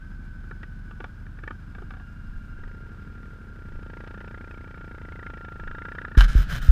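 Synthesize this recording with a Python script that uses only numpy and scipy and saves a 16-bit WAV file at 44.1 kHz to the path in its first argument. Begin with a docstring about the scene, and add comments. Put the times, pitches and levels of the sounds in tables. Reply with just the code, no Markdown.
"""First you hear a twin-cylinder engine idling with an uneven beat, under a thin, sinking whine
and a throbbing whirr. A single-cylinder engine sputters, catches and pulls steadily: each firing
thuds, cracks and rings its exhaust pipe, harder as it goes on. Machines hiss behind them on the
dirt track. At the end a gloved hand knocks and rubs a helmet camera, whose case rings near 1.5 kHz."""
import sys
import numpy as np
from scipy import signal
from scipy.fft import rfft, irfft, next_fast_len
from scipy.io import wavfile

SR = 44100
rng = np.random.default_rng(int(sys.argv[2]) if len(sys.argv) > 2 else 0)


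def transcribe(signal):
    """Save signal, clipped to [-1, 1], as a 16-bit WAV file at the path in sys.argv[1]."""
    frames = np.atleast_2d(signal).T
    limited = np.clip(frames, -1, 1)
    pcm = np.round(limited * 32767).astype(np.int16)
    wavfile.write(sys.argv[1], SR, pcm)


N = 295910
TIME = np.arange(N) / SR

# The twin's exhaust tones. Each row: multiple of the cycle rate, level in dB.
TWIN_TONES = [(2, -69), (3, -43), (5, -50), (6, -55.5), (7, -47.5), (8, -57), (9, -53), (10, -55),
              (11, -59), (12, -70), (13, -56), (14, -64.5), (15, -65), (16, -57.5), (17, -61), (18, -61),
              (19, -65), (20, -64), (22, -66.5)]
# Its speed. Each row: time in seconds, engine cycles per second.
TWIN_SPEED = [(0, 11.95), (.45, 12.05), (.7, 12.35), (1.15, 12), (1.9, 12.35), (2.7, 12.08), (3.7, 12.05),
              (4.9, 11.65), (6.7, 11.6)]
# Its two firings. Each row: place in the cycle from 0 to 1, strength.
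TWIN_FIRINGS = [(.347, 1), (.768, .78)]
# The single's speed. Each row: time in seconds, firings per second.
SINGLE_SPEED = [(2.56, 20.21), (2.64, 23.13), (2.81, 35.36), (3.02, 39.04), (3.33, 38.2), (3.78, 27.55),
                (4.31, 30.26), (4.7, 29.97), (5.52, 26.7), (5.65, 25.79), (5.85, 29.97), (6.02, 31.08),
                (6.15, 28.63)]
# How hard it works. Each row: time in seconds, exhaust pulse strength in dB.
SINGLE_LOAD = [(2.6, -55.5), (2.75, -56), (3.1, -58.5), (3.55, -57), (4.0, -48.5), (4.6, -52), (5.0, -51),
               (5.3, -49.5), (5.55, -51), (5.75, -49.5), (6.0, -47.5), (6.15, -52.5)]
# Gas rasp as it first revs up: time in seconds, half length in seconds, boost in dB.
REV_RASP = (3.12, 0.24, 5.3)
# Firings that bang out. Each row: time in seconds, boost of the ring in dB.
BANGS = [(2.633, 15), (2.683, 9), (2.717, 8), (2.748, 4), (4.343, 5.5), (5.263, 7.5), (5.595, 4),
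         (5.675, 8), (5.711, 5), (5.749, 4.5), (5.853, 7.5), (5.886, 3), (5.92, 3.5), (5.984, 7.5),
         (6.049, 9.5), (6.115, 3), (6.15, 8.5)]
# Ragged pops. Each row: start in seconds, thud level in dB, then a level in dB and a centre in Hz
# for each of bark, ring and crack. pops() turns these levels down.
RAGGED_POPS = [(0.438, -52, -52, 330, -42.5, 1340, -45, 2400),
               (0.5098, -48, -38, 330, -29.5, 1420, -38.5, 2350),
               (0.63, -47.5, -40.5, 330, -32.5, 1900, -28, 2450),
               (0.9094, -49, -41, 330, -37, 1270, -34, 2820),
               (1.0032, -39, -34, 330, -33, 1650, -29.5, 2800),
               (1.0412, -39.5, -35, 910, -30, 1310, -26.5, 3360),
               (1.264, -55, -58, 330, -39, 1710, -46, 2400),
               (1.3874, -47, -51, 330, -39, 1770, -39.5, 2400),
               (1.4354, -43.5, -39.5, 330, -32, 1710, -34, 2400),
               (1.476, -37.5, -37.5, 900, -24, 1775, -27, 2350),
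               (1.507, -38, -37.5, 330, -26, 1224, -33, 3050),
               (1.7484, -54, -42, 740, -35.5, 1600, -32.5, 3650),
               (1.7832, -44, -49, 740, -39, 1390, -38.5, 3500),
               (1.821, -43, -37, 328, -42, 1240, -43, 3000),
               (1.9055, -53, -40.5, 725, -35, 1580, -31.5, 3650),
               (1.9372, -58, -42.5, 730, -36.5, 1540, -37, 3600),
               (1.967, -60, -45, 740, -40, 1600, -45, 3600),
               (1.9974, -57, -45, 740, -37.5, 1590, -40, 3600),
               (4.065, -56, -50, 740, -49, 1700, -38, 3000), (4.204, -60, -54, 740, -34.5, 1770, -38, 3000)]
# The pipe's shifting tone. Each row: time in seconds, pitch in Hz, dB against its fixed tones.
SHIFTING_TONE = [(2.6, 1880, -9), (3.5, 1900, -5), (4.0, 1900, -6), (4.3, 1850, -6), (4.55, 2380, -2),
                 (4.9, 2210, -9), (5.1, 2000, 1), (5.3, 1830, -3), (6.15, 1741, -3)]
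# Ringing tones of the pipe and the case. Each row: pitch in Hz, level in dB, seconds to fade 60 dB.
PIPE_TONES = [(922, -16, 0.048), (1272, -6, 0.036), (1434, 1, 0.031), (1679, 0, 0.027), (1895, -4, 0.02),
              (2276, -21, 0.013), (2510, -18, 0.016), (3010, -22, 0.022), (3740, -24, 0.026)]
CASE_TONES = [(870, -16, 0.017), (1130, -3, 0.017), (1355, 1, 0.025), (1590, 9.5, 0.041),
              (2970, 8.5, 0.016), (3570, 2, 0.0086), (3950, 0, 0.014), (4800, -13, 0.012),
              (6450, -16, .008)]
# Glove knocks. Each row: start in seconds, level in dB, pitch in Hz, seconds to fade 60 dB,
# share by which pressing raises the pitch, first touch in dB.
GLOVE_KNOCKS = [(6.176, -.5, 39.5, .35, .35, -8), (6.3545, -2, 42, .2, .2, -13),
                (6.3885, -11, 62, .09, .2, -20), (6.688, 1, 39, .36, .3, -26)]
# Glove strokes. Each row: start and length in seconds, friction in dB, rise in seconds,
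# fade in dB per second, sizzle and fizz boosts in dB.
GLOVE_STROKES = [(6.169, 0.1, -30, 0.015, 96, -6, -5), (6.276, 0.098, -44.5, 0.0079, 43, -5, 6),
                 (6.35, 0.105, -42, 0.029, 77, 8, 3), (6.478, 0.12, -38.5, 0.034, 20, 4, 0),
                 (6.612, 0.14, -47.5, 0.0091, 45, 12, 8.5)]
# One hard tick on the case: start in seconds, gain in dB.
CASE_TICK = (6.2085, -23.5)
# The whine. Each row: time in seconds, pitch in Hz, level in dB.
WHINE_PATH = [(0, 1538, -58.5), (.9, 1492, -58), (1.5, 1429, -68.5), (2.05, 1403, -57.5), (2.7, 1397, -56),
              (4.5, 1388, -54), (5.75, 1382, -46.5), (6.7, 1381, -62.5)]
# Its octave. Each row: time in seconds, dB against the main tone.
OCTAVE_LEVEL = [(0, -38), (1.6, -20), (2.1, -15), (2.9, -23), (3.6, -29.5), (6.7, -22.5)]
# Throbbing with the twin. Each row: time in seconds, whirr level in dB, whine throb from 0 to 1.
THROB = [(0, -60.5, 0.4), (1.3, -62, .3), (2.1, -58, 0.84), (3.0, -60, 0.5), (3.9, -62.5, 0.2),
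         (6.7, -62, 0.25)]
# Low jolts of the camera. Each row: time in seconds, level in dB.
CAMERA_JOLTS = [(1.83, -46.5), (2.35, -38), (2.6, -35.5), (3.75, -39.5), (5.7, -39.5)]

# Tone colours. Each row: frequency in Hz, relative level in dB.
HARD_THUD_COLOUR = [(60, -30), (200, -3.5), (330, 1), (500, -1), (650, -9.5), (790, -17), (910, -6.5),
                    (1040, -25), (1400, -6), (2000, -27), (4000, -38), (5700, -47), (8000, -55),
                    (15000, -72)]  # exhaust pulse under load
SOFT_THUD_COLOUR = [(60, -25), (220, -7), (340, -2.5), (420, 2), (520, -5.5), (680, -20), (800, -35),
                    (920, -15), (1050, -29), (1400, -35), (15000, -86)]  # rounder pulse at light throttle
CRACK_COLOUR = [(200, -38), (600, -0.5), (740, 9.5), (910, 8), (1060, 2.5), (1200, 13), (1950, 6),
                (2130, -1.5), (2280, 11), (2450, 3), (2650, 6), (2900, -2), (3130, 3), (3280, -3.5),
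                (3470, 0), (3900, -10.5), (4300, -13), (5600, -15.5), (7000, -27), (15000, -45)]  # gas rushing through the pipe
BARK_COLOUR = [(100, -39), (320, -0.5), (450, -5), (600, -15), (760, -2), (900, -1.5), (1040, -20),
               (1170, 5.5), (1500, -28), (15000, -90)]  # hollow firing off the throttle
CLOTH_COLOUR = [(290, -37), (500, -16), (1010, -11), (1270, -5), (1550, 2), (2060, -10), (2300, -8.5),
                (2700, -19), (3070, -12.5), (3400, -13.5), (4510, -22.5), (5500, -18), (6600, -20.5),
                (7600, -27), (10200, -27), (12400, -31), (14000, -24), (15200, -40)]  # hiss of the glove
CASE_COLOUR = [(200, -30), (900, -22.5), (1100, -36), (1270, -6), (1400, -1.5), (1550, -5), (1750, -7),
               (2000, -21), (3000, -16.5), (15000, -51)]  # hum of the rubbed case
MACHINE_COLOUR = [(20, -12.5), (45, 3), (100, -4), (200, -2.5), (280, -9), (400, -15.5), (750, -19.5),
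                  (1100, -19.5), (1300, -12), (1450, -7.5), (1620, -11), (1850, -22), (3200, -28.5),
                  (7000, -39), (15000, -47)]  # machines heard through the case
PUFF_COLOUR = [(40, -15), (120, -2), (230, -4.5), (310, -7), (400, -20.5), (480, -26.5), (1500, -60),
               (15000, -74)]
PUSH_COLOUR = [(10, -12.5), (38, -3), (65, -21.5), (110, -18.5), (165, -19), (280, -41), (600, -46),
               (3000, -78)]
PAT_COLOUR = [(20, 8), (70, 5), (160, 2.5), (280, 0), (380, -8.5), (560, -25.5), (1500, -67),
              (15000, -91)]
RUMBLE_COLOUR = [(5, -19), (14, 14.5), (40, 5), (70, -19), (200, -49), (2000, -90)]
# Narrow peaks in the cloth and machine hiss. Each row: centre in Hz, width in Hz, boost in dB.
CLOTH_PEAKS = [(3060, 100, 11.5), (3700, 89, 7), (4120, 120, 10.5), (5040, 140, 10.5)]
MACHINE_PEAKS = [(953, 39, 4), (2310, 44, 4.5), (5060, 125, 8)]

LIGHT_DB, FULL_DB = -59, -51  # loads that give the roundest and the steepest pulse
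# Level at full load in dB, then dB gained per dB of load and per second of pulling.
CRACK_DB, CRACK_PER_LOAD, CRACK_DB_PER_S = -61.5, 1.54, 0.72
RING_DB, RING_PER_LOAD, RING_DB_PER_S = -60, 1.4, 3
LIFT_S, BRUSH_DB = 0.023, -51.5  # the glove lifts after a stroke but still brushes the case


def twin_idle(gas_db=-54, fade_db=7, uneven_db=0.72, jitter=.004, blur=.1):
    """Two unevenly spaced firings a cycle make a stack of tones and two puffs of gas."""
    turns = twin_cycles() + jitter * wander(12)
    note = np.zeros(N)
    boom_db = fade_db * (np.exp(-TIME / 2) - .35)  # the deepest tones fade early on
    for multiple, db in TWIN_TONES:
        k = round(multiple)
        pair = sum(strength * np.exp(-2j * np.pi * k * at) for at, strength in TWIN_FIRINGS)
        silencer = .22 * max(11 - k, 0) ** 2 + 2 * np.pi * .58  # spreads the low tones out in time
        level = amp(db + (boom_db if k < 4 else 0)) * (1 + blur * wander(5.9))
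        phase = 2 * np.pi * k * turns + np.angle(pair) + silencer + blur * wander(4.6)
        note += level * np.sqrt(2) * np.cos(phase)
    gas = noise(PUFF_COLOUR, gate=0.31 + chug(.2))
    return (note + amp(gas_db) * gas) * amp(uneven_db * wander(11))


def twin_cycles():
    """Counts the cycles that the twin has turned so far."""
    return np.cumsum(curve(TWIN_SPEED)) / SR


def chug(width):
    """A smooth swell at each firing of the twin; the width is in cycles."""
    turns = twin_cycles()
    return unit(sum(strength * bell((turns - at + .5) % 1 - .5, width) for at, strength in TWIN_FIRINGS))


def single_pulling(bang_share=0.3, scatter_db=1.8, pitch_scatter=.06, lead_s=.0005, lag_s=0.001286):
    """Each firing of the single thuds, cracks and rings the pipe; all three grow with the load."""
    out = np.zeros(N)
    hard, soft = -impulse(HARD_THUD_COLOUR), -impulse(SOFT_THUD_COLOUR)
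    crack_colour = rfft(impulse(CRACK_COLOUR))
    rate, load = curve(SINGLE_SPEED), curve(SINGLE_LOAD)
    tone_hz, tone_db = curve(SHIFTING_TONE), curve(SHIFTING_TONE, column=2)
    rev_s, rev_width_s, rev_db = REV_RASP
    turns = np.cumsum(rate * (TIME > 2.56) * (TIME < 6.17)) / SR + .4
    firings = np.flatnonzero(np.diff(np.floor(turns)))
    for at, chance in zip(firings, scatter_db * rng.standard_normal((len(firings), 2))):
        start, pulled_s = at / SR - lead_s, (at - firings[0]) / SR
        gain = np.sqrt(SR / rate[at])  # faster firing alone is no louder
        throttle = np.interp(load[at], [LIGHT_DB, FULL_DB], [0, 1])  # a stronger pulse is steeper
        add(out, start, gain * amp(load[at]) * (throttle * hard + (1 - throttle) * soft))
        bang_db = sum(db for when, db in BANGS if abs(when - start) < .5 / rate[at])
        over_db = load[at] - FULL_DB
        crack_db = CRACK_DB + CRACK_PER_LOAD * over_db + CRACK_DB_PER_S * pulled_s
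        crack_db += bang_share * bang_db + chance[0]
        ring_db = RING_DB + RING_PER_LOAD * over_db + RING_DB_PER_S * pulled_s + (bang_db or chance[1])
        rasp = amp(rev_db * bell(start - rev_s, rev_width_s))
        crack = gas_rush(crack_colour, rise_s=0.0012)
        ring_hz = tone_hz[at] * (1 + pitch_scatter * rng.standard_normal())
        ring = pipe_ring(ring_hz, tone_db[at], focus_db=3.5)
        add(out, start + lag_s, gain * rasp * (amp(crack_db) * crack + amp(ring_db) * ring))
    return out


def pops(lag_s=0.00032):
    """Off the throttle the single fires raggedly: a thud, a hollow bark, a ring and a crack."""
    out, thud = np.zeros(N), -impulse(HARD_THUD_COLOUR)
    crack_colour, bark_colour = rfft(impulse(CRACK_COLOUR)), rfft(impulse(BARK_COLOUR))
    gain = np.sqrt(SR / curve(SINGLE_SPEED).mean())
    for start, thud_db, bark_db, bark_hz, ring_db, ring_hz, crack_db, crack_hz in RAGGED_POPS:
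        bark = gas_rush(bark_colour, 0.00098, fade_s=0.0049, centre_hz=bark_hz, focus_db=11, width_hz=89)
        ring = pipe_ring(ring_hz, centre_db=6, focus_db=8)
        crack = gas_rush(crack_colour, 0.00063, centre_hz=crack_hz, focus_db=6, width_hz=310)
        lows = amp(thud_db - 10) * thud + amp(bark_db - 14) * bark
        highs = amp(ring_db - 16) * ring + amp(crack_db - 23) * crack
        add(out, start + lag_s, gain * (lows + highs))
    return out


def gas_rush(colour, rise_s, fade_s=0.0045, centre_hz=1700, focus_db=0, width_hz=220, size=2048):
    """Gas swells behind the exhaust pulse and dies in milliseconds, with a faint tail."""
    t, f = np.arange(size) / SR, np.fft.rfftfreq(size, 1 / SR)
    after = np.maximum(t - rise_s, 0)
    shape = np.minimum(t / rise_s, 1) * (np.exp(-after / fade_s) + 0.099 * np.exp(-after / 0.013))
    focus = amp(focus_db * bell(f - centre_hz, width_hz))
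    gas = irfft(rfft(shape * rng.standard_normal(size)) * colour * focus)
    return gas / np.linalg.norm(gas)


def pipe_ring(centre_hz, centre_db, focus_db, rise_s=0.0024, centre_fade_s=0.029, size=2048):
    """One blow rings the pipe's own tones, boosted near centre_hz, and one more at that pitch."""
    t = np.arange(size) / SR
    hz, db, fade_s = np.transpose(PIPE_TONES)[:, :, None]
    level = db + focus_db * bell(hz - centre_hz, width=230)
    detuned_hz = hz * (1 + 0.021 * rng.standard_normal(hz.shape))
    turns = detuned_hz * t + rng.random(hz.shape)
    ring = (amp(level - 60 * t / fade_s) * np.sin(2 * np.pi * turns)).sum(0)
    ring += amp(centre_db - 60 * t / centre_fade_s) * np.sin(2 * np.pi * (centre_hz * t + rng.random()))
    ring *= 1 - bell(t, rise_s)
    return ring / np.linalg.norm(ring)


def glove(rub_db=2.5, hum_db=-21.5, push_db=-6):
    """A glove rubs and pushes the camera case, knocks on it and makes one hard tick."""
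    out = np.zeros(N)
    friction = amp(BRUSH_DB) * np.clip((TIME - GLOVE_STROKES[0][0]) / LIFT_S, 0, 1)
    for start, *shape in GLOVE_STROKES:
        press, hiss = stroke(*shape)
        add(friction, start, press)
        add(out, start, amp(rub_db) * hiss)
    contact = np.sqrt(friction)  # a light touch still sounds the case
    out += amp(hum_db) * contact * noise(CASE_COLOUR)
    out += amp(push_db) * contact * noise(PUSH_COLOUR)
    pat = impulse(PAT_COLOUR)
    for start, db, hz, fade_s, bend, touch_db in GLOVE_KNOCKS:
        add(out, start, amp(db) * knock(hz, fade_s, bend))
        add(out, start - .003, -amp(touch_db) * pat / abs(pat).max())  # the soft first touch
    tick_s, tick_db = CASE_TICK
    add(out, tick_s, amp(tick_db) * tick())
    return out


def stroke(length_s, db, rise_s, ease, sizzle_db, fizz_db, catches_per_s=350, size=8192):
    """The glove presses, eases off and lifts; returns the pressure and the hiss of catching fibres."""
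    t = np.minimum(np.arange(size) / SR, length_s)
    press = amp(db - ease * np.maximum(t - rise_s, 0))
    press *= np.minimum(t / rise_s, 1) * np.minimum((length_s - t) / LIFT_S, 1)
    catches = rng.random(size) < catches_per_s / SR
    grain = amp(1.8 * wander(250, size=size)) * (1 + 8 * catches)
    sizzle, fizz = (14000, 1800, sizzle_db), (8200, 8500, fizz_db)  # two more peaks
    return press, press * noise(CLOTH_COLOUR, CLOTH_PEAKS + [sizzle, fizz], gate=grain, size=size)


def knock(hz, fade_s, bend, relax_s=0.018, rise_s=0.0025):
    """The camera rocks on its mount, faster while the glove still presses."""
    t = np.arange(SR // 2) / SR
    phase = phase_of(hz * (1 + bend * np.exp(-t / relax_s)))
    return amp(-60 * t / fade_s) * np.sin(phase) * (1 - np.exp(-t / rise_s))


def tick(snap_db=-6, low_cut_hz=750):
    """A hard tap snaps and sets the case ringing."""
    t = np.arange(SR // 20) / SR
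    ring = sum(amp(db - 60 * t / fade_s) * np.sin(2 * np.pi * hz * t) for hz, db, fade_s in CASE_TONES)
    snap = amp(snap_db) * np.exp(-t / 0.00014) * rng.standard_normal(len(t))
    return signal.lfilter(*signal.butter(3, low_cut_hz, "high", fs=SR), ring + snap)


def whine(flutter_hz=2, shimmer=0.18):
    """A thin whine with a faint octave sinks in pitch and throbs with the twin's firings."""
    phase = phase_of(curve(WHINE_PATH) + flutter_hz * wander(26))
    tone = np.sin(phase) + amp(curve(OCTAVE_LEVEL)) * np.sin(2 * phase)
    throb = 1 + curve(THROB, column=2) * (chug(.15) - .8)
    return np.sqrt(2) * amp(curve(WHINE_PATH, column=2)) * tone * throb * (1 + shimmer * wander(50))


def whirr(centre_hz=1570, swing_hz=45, spread_hz=70, peak_at=0.595):
    """A fuzzy whirr swells with the twin's firings; its pitch rises and falls once a cycle."""
    phase = phase_of(centre_hz + swing_hz * np.cos(2 * np.pi * (twin_cycles() - peak_at)))
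    fuzz = wander(spread_hz) * np.cos(phase) + wander(spread_hz) * np.sin(phase)
    return amp(curve(THROB)) * chug(.2) * fuzz


def background(hiss_db=-53, flicker_db=0.67, tremble_db=-55.5, jolt_s=0.093):
    """Machines hiss, and the camera rumbles as it trembles and jolts."""
    hiss = amp(hiss_db + flicker_db * wander(40)) * noise(MACHINE_COLOUR, MACHINE_PEAKS)
    shake = amp(tremble_db) + sum(amp(db) * bell(TIME - when, jolt_s) for when, db in CAMERA_JOLTS)
    return hiss + shake * noise(RUMBLE_COLOUR)


def amp(db):
    """Turns decibels into a gain."""
    return 10 ** (np.asarray(db) / 20)


def unit(x):
    """Scales a signal to an average (rms) level of 1."""
    return x / np.sqrt(np.mean(x ** 2) + 1e-20)


def bell(x, width):
    """A smooth bump, 1 high where x is 0."""
    return np.exp(-(x / width) ** 2)


def phase_of(hz):
    """The running angle of a tone whose pitch changes."""
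    return 2 * np.pi * np.cumsum(hz) / SR


def curve(rows, column=1):
    """One column of a table, joined by straight lines in time."""
    rows = np.array(rows)
    return np.interp(TIME, rows[:, 0], rows[:, column])


def colour_db(colour, hz):
    """A tone colour's level at the given frequencies."""
    f, db = np.transpose(colour)
    return np.interp(np.log(hz + 1), np.log(f + 1), db)


def add(mix, start_s, sound):
    """Mixes a sound in at its start time."""
    part = mix[round(start_s * SR):][:len(sound)]
    part += sound[:len(part)]


def wander(hz, size=N):
    """A random drift of level 1, up to about the given rate."""
    n = next_fast_len(size, real=True)
    f = np.fft.rfftfreq(n, 1 / SR)
    return unit(irfft(rfft(rng.standard_normal(n)) * bell(f, hz), n)[:size])


def noise(colour, peaks=(), gate=1, size=N):
    """Noise of level 1, shaped in time by the gate, then given a colour and peaks."""
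    n = next_fast_len(size, real=True)
    f = np.fft.rfftfreq(n, 1 / SR)
    db = colour_db(colour, f) + sum(boost / (1 + (2 * (f - hz) / width) ** 2) for hz, width, boost in peaks)
    return unit(irfft(rfft(gate * rng.standard_normal(size), n) * amp(db), n)[:size])


def impulse(colour, size=2048):
    """One sudden pulse of energy 1 with the given colour."""
    log_gain = np.log(amp(colour_db(colour, abs(np.fft.fftfreq(size, 1 / SR)))))
    pulse = np.fft.ifft(np.exp(np.conj(signal.hilbert(log_gain)))).real
    return pulse / np.linalg.norm(pulse)


def scene():
    """Adds all the sounds into one channel."""
    return (twin_idle() + single_pulling() + pops() + whirr() + whine() + background() + glove())[None]


def record(dry):
    """Limits the peaks to full scale, then cuts the treble above 15.2 kHz."""
    treble_cut = signal.firwin(511, 15200, window=("kaiser", 9), fs=SR)
    return signal.oaconvolve(np.clip(dry, -1, 1), treble_cut[None], "same")


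dry = scene()
out = record(dry)
transcribe(out)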